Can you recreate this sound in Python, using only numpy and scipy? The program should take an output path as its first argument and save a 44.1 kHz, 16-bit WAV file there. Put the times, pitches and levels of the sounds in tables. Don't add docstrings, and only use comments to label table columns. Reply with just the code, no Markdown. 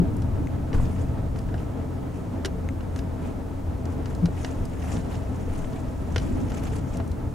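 import sys
import numpy as np
from scipy import signal
from scipy.fft import rfft, irfft, next_fast_len
from scipy.io import wavfile

SR = 44100
rng = np.random.default_rng(int(sys.argv[2]) if len(sys.argv) > 2 else 0)


def master_out(mix):
    frames = np.transpose(np.atleast_2d(mix))
    ceiling = np.clip(frames, -1, 1)
    pcm = np.round(ceiling * 32767).astype(np.int16)
    wavfile.write(sys.argv[1], SR, pcm)


N = 323694
TIME_S, BINS_HZ = np.arange(N) / SR, np.fft.rfftfreq(N, 1 / SR)


# t/s, level/dB
ROAD_LEVEL = [(0, -24.5), (.55, -28), (.66, -30), (1.0, -28.5), (1.2, -28), (1.5, -30), (1.75, -34.5),
              (2.15, -36.5), (2.35, -34), (2.6, -33.5), (3.3, -32), (3.5, -37.5), (3.65, -33),
              (4.25, -28.5), (4.48, -34), (4.6, -36), (5.2, -29), (5.75, -32.5), (6.2, -27.5), (6.75, -28),
              (7.34, -30)]
# t/s, level/dB, rise/s, fall/s
BUMPS = [(.8, -24.5, 0.064, 0.12), (4.62, -26, 0.034, 0.088), (4.98, -24.5, 0.09, 0.022)]
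# f/Hz, level/dB
RUMBLE_SPECTRUM = [(9, -44), (18, -4), (45, -13), (60, -3.5), (90, -5), (112, -8), (146, -13.5),
                   (200, -16.5), (330, -30.5), (700, -70)]
# f/Hz, level/dB
ROAR_SPECTRUM = [(70, -42), (160, 0), (207, -2), (260, 1.5), (350, -5), (500, -7), (700, -11), (930, -13),
                 (1080, -18), (1700, -25), (2500, -31.5), (4000, -39), (9000, -56)]
# f/Hz, width/Hz, lift/dB
CABIN_MODES = [(43, 8.8, 1), (88.2, 28, 5), (126, 1.2, 0.5), (160, 35, 1.5), (178.8, 9.7, 4.5),
               (255, 34, 3), (284, 40, 2.5), (442, 6.5, 8.5), (655, 28, 6), (865, 15, 3), (1302, 40, 6)]

def road(rumble_db=-0.24, roar_db=-30.5, roar_follows=0.16, lumpy_db=1.09):
    cabin_db = resonance_db(CABIN_MODES, BINS_HZ)
    smooth_db = np.interp(TIME_S, *np.transpose(ROAD_LEVEL))
    surface_db = 20 * np.log10(np.hypot(amp(smooth_db), swells(BUMPS)))
    rumble = cabin_noise(lookup(RUMBLE_SPECTRUM) + cabin_db)
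    roar = cabin_noise(lookup(ROAR_SPECTRUM) + cabin_db)
    roar_gain = amp(roar_follows * surface_db + roar_db + lumpy_db * drift(rate_hz=14.7))
    return rumble * amp(surface_db + rumble_db) + roar * roar_gain


# t/s, level/dB, f/Hz, swell/s, decay/s
THUMPS = [(-.012, -9.5, 172.4, 0.0096, 0.019), (.01, -23, 371, .012, 0.0069),
          (0.209, -21, 125, 0.013, 0.012), (0.733, -32, 450, 0.0049, 0.025),
          (.799, -16.5, 89, 0.036, 0.015), (1.539, -33.5, 720, 0.0055, .005),
          (1.539, -22.5, 110, 0.015, 0.015), (2.447, -26.5, 393, 0.0091, .012),
          (2.978, -25, 62, 0.017, .009), (4.22, -11.5, 170.8, 0.024, 0.021),
          (4.285, -23.5, 440, 0.0031, 0.0017), (4.443, -28, 312, 0.0029, 0.0055),
          (4.94, -38, 166, 0.049, 0.024), (5.475, -28.5, 465, 0.0083, 0.0029),
          (6.16, -28, 495, 0.0022, .012), (6.992, -33.5, 665, 0.0058, 0.028)]

def thumps(roughness=0.14, left_db=1.4):
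    out, t = np.zeros((2, N)), np.arange(SR // 2) / SR
    for start_s, db, hz, swell_s, decay_s in THUMPS:
        rising = np.sin(np.pi / 2 * t / swell_s) ** 2
        falling = np.exp(-np.maximum(t - swell_s, 0) / decay_s)
        envelope = np.where(t < swell_s, rising, falling)
        band = signal.butter(2, [hz / 2, hz * 2], "bandpass", fs=SR, output="sos")
        grit = unit(signal.sosfilt(band, rng.standard_normal((2, len(t)))))
        boom = np.sin(2 * np.pi * hz * t) + roughness * grit
        add(out, start_s, amp(db) * envelope * boom * amp([[left_db], [-left_db]]))
    return out


# t/s, level/dB, rise/s, fall/s
HEAVES = [(.76, -23, 0.018, 0.12), (4.62, -29.5, 0.048, .1), (5.52, -27.5, 0.068, 0.17)]
# f/Hz, level/dB
HEAVE_SPECTRUM = [(10, -18), (22, 11), (32, -10.5), (50, -11.5), (80, -19), (200, -63.5)]

def heave():
    return cabin_noise(lookup(HEAVE_SPECTRUM)) * swells(HEAVES)


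# t/s, level/dB, rise/s, fall/s
PANEL_JOLTS = [(.015, -26, 0.05, 0.11), (.41, -26, 0.014, 0.031), (.75, -25.5, .02, 0.021),
               (6.32, -28.5, 0.11, 0.13)]

def panel(mode_hz=272, half_width_hz=39):
    spectrum_db = -20 * np.log10(1 + ((BINS_HZ - mode_hz) / half_width_hz) ** 2)
    return cabin_noise(spectrum_db) * swells(PANEL_JOLTS)


# t/s, level/dB, brightness/dB, hollowness/dB
CLACKS = [(.167, -41, 21, 0), (0.22, -34, 7, 18), (0.73, -28.5, -8, -9), (.742, -42, 4, 11),
          (1.3595, -36, -6, 0), (1.389, -42, 11, 3), (1.488, -39, -8, 2), (1.542, -31, -8, 2),
          (1.58, -42, -2, 0), (2.4487, -20, 2, 2), (2.456, -23, 4, -3), (2.4585, -23.5, 8, 12),
          (2.807, -35.5, -7, 4), (2.961, -30.5, 5, 7), (2.9902, -31, 4, -2), (3.855, -39, 7.5, -5),
          (4.058, -32.5, 2.5, 9), (4.15, -38.5, 10, 0), (4.2572, -27, 3.5, 7), (4.4465, -22.5, 0, 2),
          (4.653, -37, 14, 0), (4.969, -33, 0, -4), (5.143, -37, -7, 8), (5.154, -38, 5, -3),
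          (6.1609, -15.5, -3, -2), (6.181, -23, 1.5, -1), (6.198, -35, 0, -2), (6.519, -31.5, 1, 8),
          (6.971, -37, 14, -2), (7.001, -32.5, -9, 1), (7.077, -44, 18, 0), (7.116, -40, 9, 2)]
# f/Hz, level/dB
CLACK_SPECTRUM = [(100, 8.5), (330, 14), (750, 4), (1150, 2), (1600, 4.5), (2300, 3.5), (3200, 2),
                  (6200, -2.5), (7800, -12.5), (9700, -15.5), (11200, -20), (12500, -24), (15700, -50)]
# f/Hz, width/Hz, lift/dB
PLASTIC_MODES = [(1425, 60, 5), (1556, 60, 6), (1660, 80, 6), (1893, 70, 8), (2840, 60, 6), (3000, 120, 7),
                 (4085, 70, 6), (4875, 100, 5), (5070, 70, 4), (5328, 60, 5), (5660, 80, 6), (5862, 90, 3)]
# f/Hz, weight
BRIGHT_WEIGHT = [(1200, -0.69), (3000, 0.43), (6200, 1.28), (8800, 2.12)]
# f/Hz, weight
HOLLOW_WEIGHT = [(450, 0.28), (800, 1), (1700, 0.78), (2300, 0.1)]

def clacks(gain_db=2.5, detune=0.0032):
    out, hz = np.zeros((2, N)), np.fft.rfftfreq(4096, 1 / SR)
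    for start_s, db, bright_db, hollow_db in CLACKS:
        shift = 1 + detune * rng.uniform(-0.34, 0.68)
        plastic_db = lookup(CLACK_SPECTRUM, hz) + resonance_db(PLASTIC_MODES, hz * shift)
        contact_db = bright_db * lookup(BRIGHT_WEIGHT, hz) + hollow_db * lookup(HOLLOW_WEIGHT, hz)
        ring = minimum_phase(plastic_db + contact_db)
        ring /= abs(ring).max()
        add(out, start_s, amp(db + gain_db) * signal.fftconvolve(reflections(), ring[None], axes=1))
    return out


# t/s, level/dB
TICKS = [(0.4718, -30.5), (2.689, -26)]
# f/Hz, level/dB, t60/s
CATCH_MODES = [(2090, 8, 0.0075), (2110, -12, 0.021), (2500, -7, 0.02), (3720, -7, 0.0059),
               (6340, -3, 0.0072)]

def ticks(left_db=2.0):
    out, t = np.zeros((2, N)), np.arange(SR // 16) / SR
    ring = sum(amp(db) * decay(t, t60_s) * np.sin(2 * np.pi * hz * t) for hz, db, t60_s in CATCH_MODES)
    ring /= abs(ring).max()
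    for start_s, db in TICKS:
        add(out, start_s, amp(db) * ring * amp([[left_db], [-left_db]]))
    return out


# t/s, level/dB, rise/s, fall/s
SCRAPES = [(.742, -34.5, 0.011, 0.018), (.785, -38, .016, 0.021), (4.958, -47, 0.025, .015),
           (6.55, -49, .03, .08)]
# f/Hz, level/dB
SCRAPE_SPECTRUM = [(250, -15), (700, 9), (1300, 0), (2800, -15), (4200, -22), (9000, -32), (15000, -60)]

def scrapes():
    return friction(SCRAPE_SPECTRUM) * swells(SCRAPES)


# t/s, level/dB, rise/s, fall/s
CLOTH_STROKES = [(.745, -49.5, .005, 0.022), (.825, -53.5, 0.037, 0.14), (1.02, -54, 0.046, 0.024),
                 (1.39, -58, .02, .03), (1.605, -58.5, 0.046, 0.025), (2.17, -59, .04, 0.036),
                 (2.982, -51, 0.018, 0.016), (3.26, -57.5, 0.048, 0.046), (3.92, -59, 0.034, 0.043),
                 (4.1, -57.5, 0.035, 0.077), (4.415, -52.5, 0.06, 0.15), (4.935, -48.5, 0.14, 0.07),
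                 (5.14, -54.5, 0.082, 0.06), (5.6, -57, 0.42, 0.43), (6.2, -55.5, 0.1, 0.45),
                 (6.503, -47, .007, .008), (6.546, -48, .007, 0.016), (6.575, -49, 0.015, 0.03),
                 (6.638, -46.5, 0.0097, 0.011), (6.676, -48.5, 0.013, 0.017), (6.74, -50, 0.019, 0.032),
                 (6.95, -59, 0.12, 0.062)]
# f/Hz, level/dB
CLOTH_SPECTRUM = [(200, -24), (600, 21), (1300, 14), (2600, 11.5), (4200, 2), (6700, 7.5), (8400, 2),
                  (10000, 1), (12300, -7), (14000, -18), (15700, -30)]

def rustle(gain_db=5.5, clump_db=1.64):
    return friction(CLOTH_SPECTRUM) * swells(CLOTH_STROKES) * amp(clump_db * drift(rate_hz=54) + gain_db)


# multiple of the firing rate, level/dB
ENGINE_ORDERS = [(1, -42), (2, -39.5), (3, -41), (6, -61.5)]

def engine(firing_hz=42.34, waver=0.01965, throb_db=2.5):
    cycles = np.cumsum(firing_hz * (1 + waver * drift(rate_hz=6.0))) / SR
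    hum = np.zeros(N)
    for order, db in ENGINE_ORDERS:
        gain = amp(db + throb_db * drift(rate_hz=1.26))
        hum += gain * np.sin(2 * np.pi * (order * cycles + rng.random()))
    return np.sqrt(2) * hum * amp([[.7], [-.7]])


# f/Hz, level/dB
HISS_SPECTRUM = [(800, 2), (2500, 2), (4500, 2), (6600, 5), (8300, 2.5), (9700, 1.5), (12000, -2),
                 (15700, -4)]

def hiss(level_db=-61.5):
    return amp(level_db) * cabin_noise(lookup(HISS_SPECTRUM))


def friction(spectrum, slips_per_s=11000, snags_per_s=60, snag_s=0.0056, snag_depth=2.8, folds=8):
    n_fft = next_fast_len(N)
    hz, t = np.fft.rfftfreq(n_fft, 1 / SR), np.arange(SR // 20) / SR
    slips = (rng.random(N) < slips_per_s / SR) * rng.standard_normal((2, N))
    slip_bins = rfft(diffuse(lookup(spectrum), slips), n_fft)
    folds_hz = np.linspace(800, 12800, folds)
    release = np.exp(-t / snag_s) - np.exp(-10 * t / snag_s)
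    out = np.zeros((2, N))
    for fold in np.eye(folds):
        snags = (rng.random(N) < snags_per_s / SR) * rng.uniform(0.19, 1, N)
        bursts = signal.oaconvolve(snags, release)[:N]
        band = irfft(slip_bins * np.interp(hz, folds_hz, fold), n_fft)[:, :N]
        out += band * unit(1 + snag_depth * bursts)
    return out


def reflections(glass_s=0.0029, glass_gain=0.73, dash_db=3.5, tail_db=-10, spread=0.55):
    t = np.arange(SR // 8) / SR
    scatter = rng.standard_normal(len(t)) + spread * rng.standard_normal((2, len(t)))
    dashboard = amp(dash_db) * unit(decay(t, t60_s=.025))
    tail = amp(tail_db) * unit(decay(t, t60_s=.1))
    taps = scatter * (dashboard + tail) / np.sqrt(len(t))
    taps[:, 0] += 1
    taps[:, round(glass_s * SR)] += glass_gain
    return taps


# f/Hz, correlation
COHERENCE = [(30, 0.86), (85, 0.98), (170, 0.64), (340, 0.37), (700, 0.27), (1400, 0.3), (3000, 0.46),
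             (6000, 0.69), (11000, 0.96), (14000, .995)]
# f/Hz, level/dB
BALANCE = [(40, 2.2), (170, 1.5), (330, 0.5), (700, 0.1), (2000, 0.5), (12000, 0)]

def diffuse(spectrum_db, drive):
    coherence = lookup(COHERENCE)
    mid, side = rfft(drive) * amp(spectrum_db) * np.sqrt([1 + coherence, 1 - coherence])
    left_db = lookup(BALANCE) / 2
    pair = irfft(np.array([(mid + side) * amp(left_db), (mid - side) * amp(-left_db)]), N)
    return pair / pair.mean(0).std()


def cabin_noise(spectrum_db):
    return diffuse(spectrum_db, rng.standard_normal((2, N)))


def swells(events):
    power = np.zeros(N)
    for peak_s, db, rise_s, fall_s in events:
        nepers = np.maximum((peak_s - TIME_S) / rise_s, (TIME_S - peak_s) / fall_s)
        power += amp(db) ** 2 * np.exp(-2 * nepers)
    return np.sqrt(power)


def minimum_phase(spectrum_db):
    log_gain = np.concatenate([spectrum_db, spectrum_db[-2:0:-1]]) * np.log(10) / 20
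    phase = -signal.hilbert(log_gain).imag[:len(spectrum_db)]
    return irfft(amp(spectrum_db) * np.exp(1j * phase))


def resonance_db(modes, hz):
    return sum(db / (1 + (2 * (hz - mode_hz) / width_hz) ** 2) for mode_hz, width_hz, db in modes)


def lookup(table, hz=BINS_HZ):
    table_hz, values = np.transpose(table)
    return np.interp(np.log(hz + 1), np.log(table_hz + 1), values)


def drift(rate_hz):
    return unit(irfft(rfft(rng.standard_normal(N)) * np.exp(-(BINS_HZ / rate_hz) ** 2), N))


def decay(t, t60_s):
    return np.exp(-np.log(1000) * t / t60_s)


def amp(db):
    return 10 ** (np.asarray(db) / 20)


def unit(x):
    return x / np.sqrt(np.mean(x ** 2) + 1e-20)


def add(mix, start_s, sound):
    start = round(start_s * SR)
    sound = sound[:, max(-start, 0):]
    part = mix[:, max(start, 0):][:, :sound.shape[1]]
    part += sound[:, :part.shape[1]]


def scene():
    car = road() + heave() + panel() + engine() + hiss()
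    return car + rustle() + scrapes() + thumps() + clacks() + ticks()


def record(dry, cutoff_hz=15780):
    taps = signal.firwin(801, cutoff_hz, window=("kaiser", 9), fs=SR)
    return signal.oaconvolve(dry, taps[None], "same")


dry = scene()
out = record(dry)
master_out(out)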